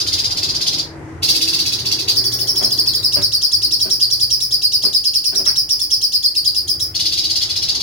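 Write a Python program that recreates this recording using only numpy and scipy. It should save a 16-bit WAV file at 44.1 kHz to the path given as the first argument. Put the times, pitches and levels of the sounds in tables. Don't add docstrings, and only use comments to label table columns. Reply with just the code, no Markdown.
import sys
import numpy as np
from scipy import signal
from scipy.io import wavfile

SR = 44100
rng = np.random.default_rng(int(sys.argv[2]) if len(sys.argv) > 2 else 0)


def output_pcm(signal):
    pcm = np.clip(np.atleast_2d(signal).T, -1, 1) * 32767
    wavfile.write(sys.argv[1], SR, np.round(pcm).astype(np.int16))


N = 344862
TIME_S = np.arange(N) / SR


def from_db(db):
    return 10 ** (np.asarray(db) / 20)


def unit_rms(x):
    return x / np.sqrt(np.mean(x ** 2) + 1e-20)


def follow(rows, t):
    times, *columns = np.transpose(rows)
    return [np.interp(t, times, column) for column in columns]


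def gain_at(spectrum, hz):
    points_hz, db = np.transpose(spectrum)
    return from_db(np.interp(np.log(hz), np.log(points_hz), db))


def add(out, start_s, sound):
    at = round(start_s * SR) + np.arange(len(sound))
    inside = (at >= 0) & (at < N)
    out[at[inside]] += sound[inside]


def drift(t, rate_hz):
    return np.interp((t - t[0]) * rate_hz, np.arange(4096), rng.standard_normal(4096))


def band(x, low_hz, high_hz):
    sos = signal.butter(2, [low_hz, min(high_hz, .45 * SR)], "band", fs=SR, output="sos")
    return signal.sosfilt(sos, x)


def stereo_noise(spectrum, waver_db, coherent_hz=620):
    out, white = 0, rng.standard_normal((2, 2, N))
    edges_hz = 2 ** np.arange(np.log2(max(spectrum[0][0], 20)), np.log2(spectrum[-1][0]), .5)
    for k, (low_hz, high_hz) in enumerate(zip(edges_hz, edges_hz[1:])):
        mid, side = band(white[k % 2], low_hz, high_hz)
        hz = np.sqrt(low_hz * high_hz)
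        coherence = .94 / (1 + (hz / coherent_hz) ** 2)
        gain = gain_at(spectrum, hz) * from_db(waver_db * drift(TIME_S, 9))
        out = out + gain * (np.sqrt(1 + coherence) * mid + np.sqrt(1 - coherence) * side * [[1], [-1]])
    return unit_rms(out)


# t/s, rumble level/dB, tyre level/dB
TRAFFIC_LEVELS = [(0.0, -39, -37.5), (1.22, -43, -37), (2.83, -44.5, -38), (3.48, -43, -45),
                  (3.9, -44, -45.5), (5.25, -51.5, -50.5), (5.49, -44, -48.5), (6.36, -49, -50.5),
                  (6.79, -42.5, -47), (7.82, -43, -41.5)]
# f/Hz, relative density/dB
RUMBLE_SPECTRUM = [(15, -55.5), (25, 2), (43, -17), (75, 7.5), (102, 6), (124, 1.5), (193, -15.5),
                   (240, -32), (310, -65), (530, -120)]
TYRE_SPECTRUM = [(94, -32), (160, -6.5), (203, -14.5), (317, -1.5), (390, -3), (437, -10), (772, -11),
                 (950, -15), (1630, -17), (1900, -17), (2470, -54), (4180, -120)]
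AIR_SPECTRUM = [(1700, 3), (3000, -10), (6000, -5.5), (15000, -22)]


def street():
    rumble_db, tyre_db = follow(TRAFFIC_LEVELS, TIME_S)
    rumble = from_db(rumble_db + 3) * stereo_noise(RUMBLE_SPECTRUM, waver_db=3)
    tyres = from_db(tyre_db + 1) * stereo_noise(TYRE_SPECTRUM, waver_db=2)
    air = from_db(-55) * stereo_noise(AIR_SPECTRUM, waver_db=2)
    return rumble + tyres + air


# f/Hz, gain/dB
THROAT_RESPONSE = [(1500, -14), (2300, -8), (3200, -7.5), (4100, -8), (4800, -2), (5600, 2.5), (6600, -4.5),
                   (7900, -17), (9500, -5.5), (10800, -10), (12200, -12), (14500, -10), (17000, -3)]


def syrinx(t, pitch_hz, jitter, overtones, jitter_hz=2200):
    pitch_hz = pitch_hz * (1 + jitter * drift(t, jitter_hz))
    phase = 2 * np.pi * (np.cumsum(pitch_hz) / SR + rng.random())
    return sum(gain * gain_at(THROAT_RESPONSE, k * pitch_hz) * np.sin(k * phase) * (k * pitch_hz < .45 * SR)
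               for k, gain in enumerate([1, *overtones], 1))


# t from chip crest/ms, f/Hz, level/dB
SWEEP_CURVE = [(-22, 2700, -14), (-14, 4100, 4.5), (-9, 5200, 3.5), (-10, 6700, -12), (-4, 6700, -1.5),
               (1.5, 2620, -29)]


def upsweep(t):
    t_ms = 1000 * t + rng.normal(0, .8)
    pitch_hz, db = follow(SWEEP_CURVE, t_ms)
    inside_ms = np.minimum(t_ms - SWEEP_CURVE[0][0], SWEEP_CURVE[-1][0] - t_ms)
    fade = np.clip(inside_ms / 2 + 1, 0, 1)
    pitch_hz *= 1 + rng.normal(0, .0284)
    return fade * from_db(db) * syrinx(t, pitch_hz, jitter=.094, overtones=from_db([-12, -12]))


# t/s, level/dB
CHIP_NOTES = [(0.013, -19.5), (0.082, -19.5), (0.139, -17), (.197, -18.5), (0.254, -19.5), (0.319, -21.5),
              (0.385, -19.5), (0.442, -18), (0.5, -21), (0.56, -20.5), (0.623, -18.5), (.681, -16),
              (0.743, -20.5), (0.796, -21), (1.243, -16), (1.299, -13.5), (1.362, -16), (1.426, -16),
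              (1.488, -17), (1.546, -17), (1.602, -17), (1.673, -18), (1.735, -18), (1.802, -23.5),
              (1.868, -18.5), (1.926, -16.5), (2.003, -20), (2.095, -14.5), (6.963, -20), (7.009, -17),
              (7.068, -17.5), (7.136, -18), (7.191, -18), (7.252, -18.5), (7.312, -19), (7.37, -17.5),
              (7.429, -17.5), (7.509, -20), (7.572, -19), (7.637, -19), (7.697, -18), (7.759, -20.5),
              (7.818, -21.5)]
# t from crest/ms, f/top f, level/dB
CHIP_CURVE = [(-22, .38, -30), (-16, .46, -15), (-11, .56, -9), (-7, .72, -8), (-3.5, .93, -2),
              (0, 1.0, -1), (4, 1.02, -2), (9, 1.0, -16)]
# start t/s, overtone level/dB
CHIP_BOUTS = [(0, -16.5), (1.2, -10.5), (6.9, -16.5)]


def chips(usual_db=-17.5, rise_hz_per_db=14, dulling_db_per_s=4.5):
    out, t = np.zeros(N), np.arange(-.026, .012, 1 / SR)
    for crest_s, db in CHIP_NOTES:
        bout_s, bout_db = CHIP_BOUTS[sum(crest_s >= start_s for start_s, _ in CHIP_BOUTS[1:])]
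        effort_db = db - usual_db
        top_hz = 4870 + rise_hz_per_db * effort_db
        bright_db = bout_db + .2 * effort_db - dulling_db_per_s * (crest_s - bout_s)
        pitch_ratio, shape_db = follow(CHIP_CURVE, 1000 * t * (1 + .08 * rng.normal()))
        envelope = from_db(shape_db) * signal.windows.tukey(len(t), .2)
        slack = np.clip(2 * (1 - pitch_ratio), 0, 1)
        jitter = .05 + .08 * slack
        buzz, bright = from_db(-3) * slack, from_db(bright_db + 2)
        overtones = [bright + buzz, bright + .5 * buzz, bright * buzz, bright * buzz]
        voice = syrinx(t, top_hz * pitch_ratio, jitter, overtones)
        flapping = from_db(-6) * unit_rms(band(rng.standard_normal(len(t)), 3720, 5080))
        hiss = unit_rms(band(rng.standard_normal(len(t)), 5000, 15300))
        hiss *= from_db(bright_db - 5) * (buzz + .74)
        note = envelope * (voice + flapping + hiss) + from_db(-4) * upsweep(t)
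        add(out, crest_s + t[0], from_db(db + 5) * note)
    return out


# start t/s, end t/s, f/Hz, level/dB
ENGINE_TONES = [(.05, 1.505, 143.3, -39.5), (0.62, 1.69, 323, -37), (1.374, 3.49, 115, -35),
                (1.703, 3.2, 382.7, -39.5), (3.59, 5.006, 113.9, -41), (6.195, 7.8, 329, -47.5)]


def engines(waver=.0125, throb_db=2):
    out = np.zeros(N)
    for start_s, end_s, hz, db in ENGINE_TONES:
        swell = np.sqrt(np.sin(np.pi * np.clip((TIME_S - start_s) / (end_s - start_s), 0, 1)))
        phase = 2 * np.pi * np.cumsum(hz * (1 + waver * drift(TIME_S, 16))) / SR
        out += swell * from_db(db + throb_db * drift(TIME_S, 4.71)) * np.sin(phase)
    return out


# t/s, level/dB, nominal top f/Hz
WHISTLE_NOTES = [(2.09, -20, 5185), (2.164, -11, 5584), (2.248, -16, 5770), (2.326, -20, 5800),
                 (2.398, -17, 5770), (2.481, -18, 5940), (2.565, -16.5, 5830), (2.635, -13, 5770),
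                 (2.714, -16, 5520), (2.785, -12.5, 5676), (2.87, -12.5, 5445), (2.943, -15, 5475),
                 (3.037, -13.5, 5650), (3.13, -13, 5660), (3.224, -13, 5556), (3.328, -13.5, 5580),
                 (3.424, -13.5, 5634), (3.524, -13, 5586), (3.626, -13.5, 5510), (3.719, -14, 5670),
                 (3.807, -15, 5670), (3.907, -15.5, 5860), (4.009, -10.5, 5400), (4.111, -13.5, 5540),
                 (4.207, -13, 5596), (4.311, -15, 5840), (4.413, -18.5, 5860), (4.518, -13.5, 5584),
                 (4.627, -12.5, 5505), (4.728, -13.5, 5590), (4.831, -12.5, 5504), (4.938, -13, 5580),
                 (5.048, -14, 5550), (5.145, -14.5, 5615), (5.25, -15, 5760), (5.357, -16, 5880),
                 (5.461, -13, 5820), (5.567, -15, 5750), (5.7, -15.5, 5756), (5.804, -19, 5780),
                 (5.913, -14.5, 5716), (6.022, -15, 5654), (6.13, -14, 5530), (6.236, -12, 5340),
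                 (6.359, -14, 5440), (6.454, -12.5, 5416), (6.556, -16, 5487), (6.685, -16, 5670),
                 (6.806, -20.5, 5790)]
# t from onset/ms, f/slur f, membrane slack (0-1)
SCOOP_CURVE = [(-14, .53, 1), (-8, .57, 0.83), (-4.5, .65, 0.68), (0, .87, 0.42), (1.5, 0.96, 0.13),
               (6, 0.97, 0.11)]


def whistles(usual_db=-12, usual_hz=5600, usual_gap_s=.103, strain_hz_per_db=160, arch_db=7, crest=.45):
    out, t = np.zeros(N), np.arange(-.018, .05, 1 / SR)
    gaps_s = np.gradient([row[0] for row in WHISTLE_NOTES])
    scoop, slack = follow(SCOOP_CURVE, 1000 * t)
    buzz = from_db(1) * slack
    jitter = .022 + .098 * slack
    for (onset_s, db, top_hz), gap_s in zip(WHISTLE_NOTES, gaps_s):
        hurry = 1 - gap_s / usual_gap_s
        length_s = min(.37 * gap_s, .039)
        end_hz = (.795 - .193 * hurry) * top_hz
        slide = np.clip(t / length_s, 0, 1.2)
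        pitch_hz = scoop * (top_hz + (end_hz - top_hz) * slide) * (1 + .014 * drift(t, 159))
        strain_db = usual_db - db + (top_hz - usual_hz) / strain_hz_per_db
        rasp = from_db(strain_db - 7.5) * slack
        pressure = from_db(-arch_db * (2 * (slide - crest)) ** 2)
        gate = np.clip((t + .013) / .011, 0, 1) * np.clip((length_s - t) / .005 + .5, 0, 1)
        envelope = gate * (rasp + pressure * (1 - slack) ** 2)
        bright = from_db(.91 * strain_db - 25) * (.68 + np.sin(np.pi * np.minimum(slide, 1)))
        overtones = [bright * from_db(3) + buzz, bright * from_db(10) + .5 * buzz, .62 * buzz]
        voice = syrinx(t, pitch_hz, jitter, overtones, jitter_hz=1000)
        add(out, onset_s + t[0], from_db(db + 5) * envelope * voice)
    return out


# t/s, level/dB, relative clatter/dB, relative thud/dB
KNOCK_BLOWS = [(2.612, -25.5, -32, -24), (3.164, -27.5, 0, 16), (3.854, -33.5, -7, -13),
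               (4.837, -29, -18, 13), (5.325, -35.5, 3.5, -12), (5.392, -35, -20, 1),
               (5.463, -43, 21.5, -12)]
# f/Hz, width/Hz, gain/dB
BODY_MODES = [(260, 73, 10.5), (385, 38, 14.5), (487, 38, -2), (575, 14.3, 11.5), (707, 40, 1),
              (854, 11, -53)]


def knocks(attack_s=.0062, decay_s=.029, min_width_hz=20):
    force, clatter, thud = np.zeros((3, N))
    t = np.arange(SR // 4) / SR
    envelope = np.minimum(t / attack_s, 1) * np.exp(-t / decay_s)
    for peak_s, db, clatter_db, thud_db in KNOCK_BLOWS:
        blow = from_db(db) * envelope * rng.standard_normal(len(t))
        add(force, peak_s - attack_s, from_db(10) * blow)
        add(clatter, peak_s - attack_s, from_db(clatter_db + 1) * blow)
        add(thud, peak_s - attack_s, from_db(thud_db + 6) * blow)
    body = np.zeros(N)
    for hz, width_hz, db in BODY_MODES:
        resonator = signal.iirpeak(hz, hz / max(width_hz, min_width_hz), fs=SR)
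        body += from_db(db) * signal.lfilter(*resonator, force)
    return body + band(clatter, 500, 2360) + band(thud, 74, 204)


# left t/ms, right t/ms, level/dB
WALL_ECHOES = [(1.75, 1.84, -7), (5.87, 6.14, -11)]


def room(x, t60_s=.25, build_s=.003, cage_decay_s=.0017, right_lag_ms=.27, right_cutoff_hz=12100):
    t, out = np.arange(SR // 3) / SR, []
    for side in range(2):
        tail, scatter = rng.standard_normal((2, len(t))) * (1 - np.exp(-t / build_s))
        tail *= from_db(-60 * t / t60_s)
        scatter *= np.exp(-t / cage_decay_s)
        response = from_db(3.16) * tail / np.linalg.norm(tail)
        response += from_db(-.5) * scatter / np.linalg.norm(scatter)
        response[round(side * right_lag_ms * SR / 1000)] += from_db(-7)
        for *delay_ms, db in WALL_ECHOES:
            response[round(delay_ms[side] * SR / 1000)] += from_db(db)
        out.append(signal.fftconvolve(x, response)[:N])
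    left, right = out
    right = signal.lfilter(*signal.butter(1, right_cutoff_hz, fs=SR), right)
    return np.array([left, right])


TURNS_S = [1.1, 2.45, 3.0, 6.92]


def scene():
    sources = chips() + whistles() + knocks()
    pose = np.searchsorted(TURNS_S, TIME_S)
    indoors = sum(room(sources * (pose == k)) for k in np.unique(pose))
    background = engines() + street()
    return indoors * from_db([[0], [.2]]) + background * from_db([[.7], [-.7]])


def record(dry, ceiling=.95, cutoff_hz=15900):
    rounded = dry / (1 + (dry / ceiling) ** 8) ** (1 / 8)
    return signal.sosfilt(signal.ellip(12, .1, 80, cutoff_hz, fs=SR, output="sos"), rounded)


dry = scene()
out = record(dry)
output_pcm(out)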